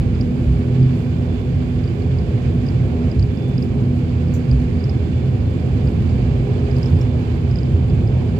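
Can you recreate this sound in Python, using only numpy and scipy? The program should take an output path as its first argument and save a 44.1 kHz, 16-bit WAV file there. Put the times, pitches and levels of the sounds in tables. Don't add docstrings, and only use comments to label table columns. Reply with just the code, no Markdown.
import sys
import numpy as np
from scipy import signal
from scipy.fft import rfft, irfft, next_fast_len
from scipy.io import wavfile
from scipy.ndimage import uniform_filter1d

SR = 44100
rng = np.random.default_rng(int(sys.argv[2]) if len(sys.argv) > 2 else 0)


def gain_from_decibels(decibels):
    exponent = np.asarray(decibels, float) / 20
    return 10 ** exponent


def materialize(psi):
    bounded = np.clip(np.atleast_2d(psi).T, -1, 1)
    quanta = np.round(bounded * 32767).astype(np.int16)
    wavfile.write(sys.argv[1], SR, quanta)


N = 369999
FAST = next_fast_len(N)
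HZ = np.fft.rfftfreq(FAST, 1 / SR) + 1e-3
TIME = np.arange(N) / SR
LEFT_LEAD_S = 0.00018

# (time [s], level [dB])
AIR = [(0.05, -41.5), (1.77, -42.5), (3.11, -39.5), (3.13, -42.5), (5.26, -42), (6.76, -38), (7.59, -41.5),
       (8.25, -39), (8.3, -39.5)]


def rms_one(x):
    return x / np.sqrt(np.mean(x ** 2) + 1e-20)


def in_time(rows):
    s, *columns = np.transpose(rows)
    return [np.interp(TIME, s, c) for c in columns]


def swing(rows):
    db, = in_time(rows)
    return db, db - db.mean()


def at_hz(points, hz):
    point_hz, value = np.array(points)[:, :2].T
    return np.interp(np.log(hz), np.log(point_hz), value)


def hump(hz, width):
    return 1 / (1 + (2 * (HZ - hz) / width) ** 2)


def ring(x, hz, t60):
    r, w = gain_from_decibels(-60 / (t60 * SR)), 2 * np.pi * hz / SR
    return signal.lfilter([0, np.sin(w)], [1, -2 * r * np.cos(w), r * r], x)


def drift(rate):
    count, hop = 10000, 40
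    hz = np.fft.rfftfreq(count, hop / SR)
    shape = (hz > 0) / (1 + (hz / rate) ** 2)
    slow = irfft(rfft(rng.standard_normal(count)) * shape, count)
    return rms_one(np.interp(np.arange(N) / hop, np.arange(count), slow))


def pan(x, lean_db):
    gains = gain_from_decibels(np.array([[.5], [-.5]]) * lean_db)
    return x * gains / np.mean(gains, axis=0)


def stereo_noise(gain):
    # (frequency [Hz], correlation [-1 to 1])
    likeness = [(60, 1), (99, 0.96), (160, 1), (270, 0.78), (450, 0.58), (740, 0.63), (1220, -0.31),
                (2010, -0.13), (3330, -0.03), (5500, 0.04), (9080, -0.01), (15000, -0.29)]
    # (frequency [Hz], left minus right [dB])
    port_lean = [(60, -2), (99, -2.5), (160, -1), (270, -4.5), (450, 1), (740, -7), (1220, -5),
                 (2010, -9.0), (3330, -14), (5500, -13.5), (9080, -5.5), (15000, -4.5)]
    alike = np.clip(at_hz(likeness, HZ), -.99, .998)
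    mid, side = rfft(rng.standard_normal((2, FAST)))
    both = gain * (np.sqrt(1 + alike) * mid + np.sqrt(1 - alike) * side * [[1], [-1]])
    lead_s = LEFT_LEAD_S / (1 + (HZ / 400) ** 2)
    both = both * np.exp(1j * np.pi * HZ * lead_s * np.array([[1], [-1]]))
    both = irfft(pan(both, at_hz(port_lean, HZ)), FAST)[:, :N]
    return both / np.std(both.mean(axis=0))


def colour(spectrum):
    # (frequency [Hz], width [Hz], lift [dB])
    cavities = [(420, 4.4, -2), (746, 32, 0.5), (9100, 450, 0.5), (1550, 140, 1), (2320, 130, 3),
                (4860, 990, 1), (7260, 1200, 2.5), (13000, 1500, 1.5)]
    lift_db = sum(db * hump(hz, width) for hz, width, db in cavities)
    inside = (HZ >= spectrum[0][0]) & (HZ <= spectrum[-1][0])
    return gain_from_decibels(at_hz(spectrum, HZ) + lift_db) * inside


def evened(x, span_s):
    power = uniform_filter1d(x.mean(axis=0) ** 2, int(span_s * SR))
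    return x / np.sqrt(power + 1e-3)


def tone(hz, wander_hz, lean_db):
    turns = np.cumsum(hz + wander_hz * drift(2.38)) / SR + rng.random()
    turns = turns + np.outer([LEFT_LEAD_S, 0], hz + 0 * TIME)
    return pan(np.sqrt(2) * np.sin(2 * np.pi * turns), lean_db)


def airflow():
    # (frequency [Hz], density [dB per Hz])
    slipstream = [(160, -30), (270, -3), (297, -11), (414, -5), (459, -10.5), (604, -15.5), (728, -18),
                  (999, -25), (1400, -34), (1820, -63.5), (3080, -120)]
    # (frequency [Hz], density [dB per Hz])
    vent_spectrum = [(650, -32.5), (1100, 1.5), (1240, -2.5), (1590, -1), (2000, -3), (2360, -0.5),
                     (2920, -4), (3560, -9), (3680, -10.5), (4860, -11), (5490, -19.5), (7000, -19),
                     (10200, -29.5), (13200, -31), (15700, -37.5)]
    # (time [s], lift [dB], half length [s])
    shakes = [(.5, 3.5, .12), (1.0, 3, 0.065), (3.2, 0.5, .07), (3.49, 5, 0.014), (3.64, 5, 0.018),
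              (4.527, 2, 0.033), (4.855, 0, .1), (5.9, 3.5, .04), (6.9, 4, .13), (7.58, 1, 0.074)]
    air_db, gust_db = swing(AIR)
    skin = gain_from_decibels(air_db + 7 + 0.65 * drift(6)) * stereo_noise(colour(slipstream))
    top = 1 / np.sqrt(1 + (8500 / HZ) ** 8)
    hiss = colour(vent_spectrum)
    vent_db = -47 + 0.39 * gust_db + 0.7 * drift(13) + 0.3 * drift(1.2)
    vent = gain_from_decibels(vent_db) * stereo_noise(hiss * np.sqrt(1 - top ** 2))
    shake_db = sum(db * np.exp(-((TIME - s) / half_s) ** 4) for s, db, half_s in shakes)
    buzz_db = -71.5 + shake_db + 4.0 + 1.2 * drift(25)
    return skin + vent + gain_from_decibels(buzz_db) * stereo_noise(hiss * top)


def machinery():
    # (time [s], level [dB])
    boom_load = [(0.0, -24), (0.07, -43), (0.3, -20), (0.51, -27.5), (0.72, -15.5), (1.8, -34.5),
                 (1.87, -24.5), (2.85, -21.5), (2.97, -52), (3.04, -27.5), (4.49, -23), (5.05, -31),
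                 (5.4, -20), (5.51, -34), (6.52, -20.5), (6.66, -40), (6.71, -22), (8.39, -27.5)]
    # (start [Hz], end [Hz], level [dB], wander [Hz], left minus right [dB])
    whines = [(50.7, 50.5, -39, 0.45, 0), (84.36, 84.8, -33, 0.56, -3), (1080, 1300, -73, 2.3, 3),
              (3000, 3400, -75, 1.5, -13.5), (3494, 3499, -63, 0.51, -18), (4070, 4133, -76.5, 1.4, -12.5)]
    load_db, = in_time(boom_load)
    out = np.zeros((2, N))
    for hz in (127.5, 130.2):
        out += gain_from_decibels(load_db - 3.5 + 2.5 * drift(7.8)) * tone(hz, wander_hz=0.75, lean_db=-2.1)
    pump_on_s, pump_rise_s = 5.3, 1.2
    pump = gain_from_decibels(-61.5) * np.clip((TIME - pump_on_s) / pump_rise_s, 0, 1)
    out += pump * tone(3092, wander_hz=4.8, lean_db=-17)
    for start_hz, end_hz, db, wander_hz, lean_db in whines:
        glide_hz = np.linspace(start_hz, end_hz, N)
        out += gain_from_decibels(db + 3.0 * drift(1.8)) * tone(glide_hz, wander_hz, lean_db)
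    return out


def ticks():
    # (time [s], peak [dB], left minus right [dB], ring [s])
    impacts = [(0.211, -55, -1.5, .015), (2.022, -56, -3.5, 0.014), (3.193, -48.5, -9.5, .015),
               (3.226, -57, 0.5, 0.017), (3.625, -56, -5, 0.011), (4.338, -42.5, -7, 0.071),
               (4.6, -50.5, -6, 0.011), (4.622, -56, -7, .01), (4.84, -54, -10.5, 0.026),
               (6.093, -57, -4.5, .02), (6.767, -55.5, -5.5, 0.0085), (6.859, -56.5, 1, .015),
               (7.013, -49.5, -8.5, .03)]
    # (frequency [Hz], width [Hz], level [dB])
    buckle = [(5900, 880, -1), (7000, 1900, 4), (13000, 2300, -8)]
    # (time [s], peak [dB], left minus right [dB])
    bare_snap = (6.7848, -27, 0.92)
    bright = sum(gain_from_decibels(db) * hump(hz, width) ** 2 for hz, width, db in buckle) + .12 * (HZ > 3000)
    noise = rms_one(irfft(rfft(rng.standard_normal((2, FAST))) * bright, FAST)[:, :N])
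    envelope = np.zeros((2, N))
    for s, db, lean_db, ring_s in impacts:
        decay_db = 24 * np.maximum(TIME - s, 0) / ring_s
        envelope += pan(gain_from_decibels(db - decay_db) * (TIME >= s), lean_db)
    s, db, lean_db = bare_snap
    snap = gain_from_decibels(db) * signal.lfilter([1, .15], [1], np.arange(N) == int(s * SR))
    return envelope * noise + pan(snap, lean_db)


def squeaks():
    # (time [s], peak [dB], ring [Hz])
    slips = [(0.1495, -45, 4770), (0.2102, -30.5, 4850), (0.828, -41.5, 4750), (1.8406, -41.5, 4734),
             (1.8755, -38.5, 4640), (2.0205, -42.5, 4350), (2.185, -39, 4770), (2.664, -36.5, 4860),
             (2.686, -33.5, 4800), (3.1145, -35.5, 4860), (3.194, -37.5, 4500), (3.226, -33, 4720),
             (3.372, -44.5, 4840), (3.422, -44.5, 4830), (3.5791, -33, 4880), (3.6248, -33.5, 4840),
             (4.513, -32, 4750), (4.8391, -35, 4900), (4.8954, -34.5, 4900), (5.874, -41.5, 4780),
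             (6.091, -43, 4550), (6.712, -39, 4840), (6.766, -38.5, 4860), (6.8295, -30, 4930),
             (6.8588, -33, 5100), (7.012, -35, 5220), (7.512, -39.5, 4920), (7.557, -34, 4900),
             (7.587, -33, 4860), (7.631, -38, 4880)]
    # (time [s], peak [dB], ring [Hz])
    more_slips = [(1.76, -48, 4860), (2.063, -46.5, 4500), (3.03, -48, 4860), (3.1935, -41, 4070),
                  (3.1945, -41, 5000), (3.54, -48.5, 4830), (4.283, -46, 4840), (4.6034, -46.5, 4320),
                  (4.804, -42.5, 4740), (6.7835, -42, 4600), (6.9287, -46, 4620), (6.9687, -45, 4900),
                  (7.898, -42.5, 4740), (8.0747, -41.5, 4940)]
    # (share of ring Hz, level [dB], t60 [s], delay [s])
    panel_modes = [(.92, -10.5, 0.0036, 0.0028), (1.0, 1.5, 0.011, 0.00013), (1.07, -4, 0.0042, 0.003),
                   (1.14, -7, 0.0099, .003)]
    length, slip_s = 2000, 0.005
    out, t = np.zeros((2, N + length)), np.arange(length) / SR
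    slip = np.sin(np.pi * np.clip(t / slip_s, 0, 1)) ** 2
    catch = 0.33 * np.interp(t - slip_s, t, slip, 0)
    tremor = 0.1 * t / 0.0048 * np.exp(-t / 0.015)
    rub = slip + catch + tremor
    for s, db, hz in slips + more_slips:
        noise = rng.standard_normal((2, length))
        chatter = np.sin(2 * np.pi * hz * t * (.985 + 4.8 * t)) + 1.8 * noise
        body = np.zeros((2, length))
        for share, mode_db, t60, delay in panel_modes:
            push = np.interp(t - delay, t, rub, 0) * chatter
            body += gain_from_decibels(mode_db) * ring(push, hz * share, t60)
        body = ring(body, hz, 0.0022)
        scrape = gain_from_decibels(-31) * rub * np.diff(noise, prepend=0)
        body = body / np.abs(body).max(axis=1, keepdims=True) + scrape
        lean_db = -13 + 3 * noise[0, 0]
        at = max(int((s - slip_s / 2.1) * SR), 0)
        out[:, at:at + length] += pan(gain_from_decibels(db + 0.5) * body, lean_db)
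    return out[:, :N]


def joints():
    # (time [s], peak [dB], hull note [Hz], t60 [s])
    slab_joints = [
        (0.469, -5, 63.5, 0.42),
        (1.822, -15.5, 80, 0.44),
        (3.169, -13.5, 81.3, 0.51),
        (4.51, -6.5, 64.5, 0.41),
        (5.82, -16, 62.6, 0.8),
        (6.926, 0.5, 151.6, 0.11),
        (6.919, -3.5, 88.3, 0.18),
        (7.731, -6.5, 84.5, 0.4),
    ]
    out = np.zeros(N)
    for s, db, hz, t60 in slab_joints:
        t = np.maximum(TIME - s, 0)
        swell = 1 - np.exp(-t * hz / 0.87)
        out += gain_from_decibels(db - 60 * t / t60) * swell * np.sin(2 * np.pi * hz * t)
    return pan(out, -2.4)


def rolling():
    # (time [s], level [dB])
    roughness = [(0.0, -16), (0.4, -23), (0.54, -22), (0.61, -23.5), (3.15, -21), (3.2, -11.5), (3.36, -26),
                 (4.44, -22.5), (4.55, -18), (4.67, -24), (5.51, -18.5), (5.65, -30), (5.73, -18.5),
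                 (6.87, -22.5), (6.92, -20.5), (7.48, -22.5), (7.78, -19.5), (8.39, -19.5)]
    # (frequency [Hz], density [dB per Hz])
    rumble = [(30, -29.5), (44, -15.5), (56, -3), (64, 1), (80, -0.5), (98, 2.5), (112, 2), (140, -2.5),
              (155, -11.5), (180, -11.5), (225, -10), (265, -13.5), (300, -26), (370, -19)]
    deep_db, rough_db = swing(roughness)
    hull = colour(rumble)
    deep = 1 / np.sqrt(1 + (HZ / 125) ** 12)
    low = evened(stereo_noise(hull * deep), span_s=.2)
    high = evened(stereo_noise(hull * np.sqrt(1 - deep ** 2)), span_s=0.14)
    low_db = deep_db - .5 + 1.5 * drift(1.0)
    high_db = -22.5 + 0.11 * rough_db + 1.5 * drift(1.0)
    return gain_from_decibels(low_db) * low + gain_from_decibels(high_db) * high


def propellers():
    # (near propeller [Hz], far propeller [Hz])
    blade_hz = [81.54, 84.46]
    # (multiple of blade rate, near [dB], far [dB], smear [Hz])
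    orders = [(1, -33, -32, 6.2), (2, -32.5, -36.5, 5.9), (3, -45, -39, 8.6), (4, -41, -40.5, 22),
              (5, -43.5, -46.5, 20), (6, -44.5, -49, 13), (7, -56, -60.5, 6.7), (9, -56, -65.5, 67)]
    # (time [s], level [dB])
    blade_load = [(0.0, -28), (1.29, -28), (1.33, -37.5), (1.73, -25), (2.17, -38.5), (2.66, -26.5),
                  (2.76, -42), (3.01, -23), (3.55, -46.5), (3.9, -22.5), (4.18, -33), (4.79, -25),
                  (4.88, -38.5), (7.36, -28), (7.59, -44), (8.39, -32.5)]
    near_hz, far_hz = blade_hz
    power = 0
    for k, near_db, far_db, width in orders:
        power = power + (gain_from_decibels(near_db) * hump(k * near_hz, width)) ** 2 / width
        power = power + (gain_from_decibels(far_db) * hump(k * far_hz, width)) ** 2 / width
    smeared = gain_from_decibels(-26.0) * stereo_noise(np.sqrt(power))
    third_db = in_time(blade_load)[0] + 0.8 + 0.7 * drift(4.0)
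    third = gain_from_decibels(third_db) * tone(3 * near_hz, wander_hz=0.3, lean_db=-2.5)
    fifth_db = -43.5 + 0.5 * swing(AIR)[1] + 4.5 * drift(1.8)
    fifth = gain_from_decibels(fifth_db) * tone(5 * near_hz, wander_hz=1.5, lean_db=-1.0)
    return smeared + third + fifth


def scene():
    return airflow() + machinery() + ticks() + squeaks() + joints() + rolling() + propellers()


def band_limit(x):
    return signal.sosfilt(signal.butter(12, 15710, fs=SR, output="sos"), x)


def record(dry):
    mix = 1.578 * np.tanh(dry / 1.568)
    return band_limit(mix)


dry = scene()
out = record(dry)
materialize(out)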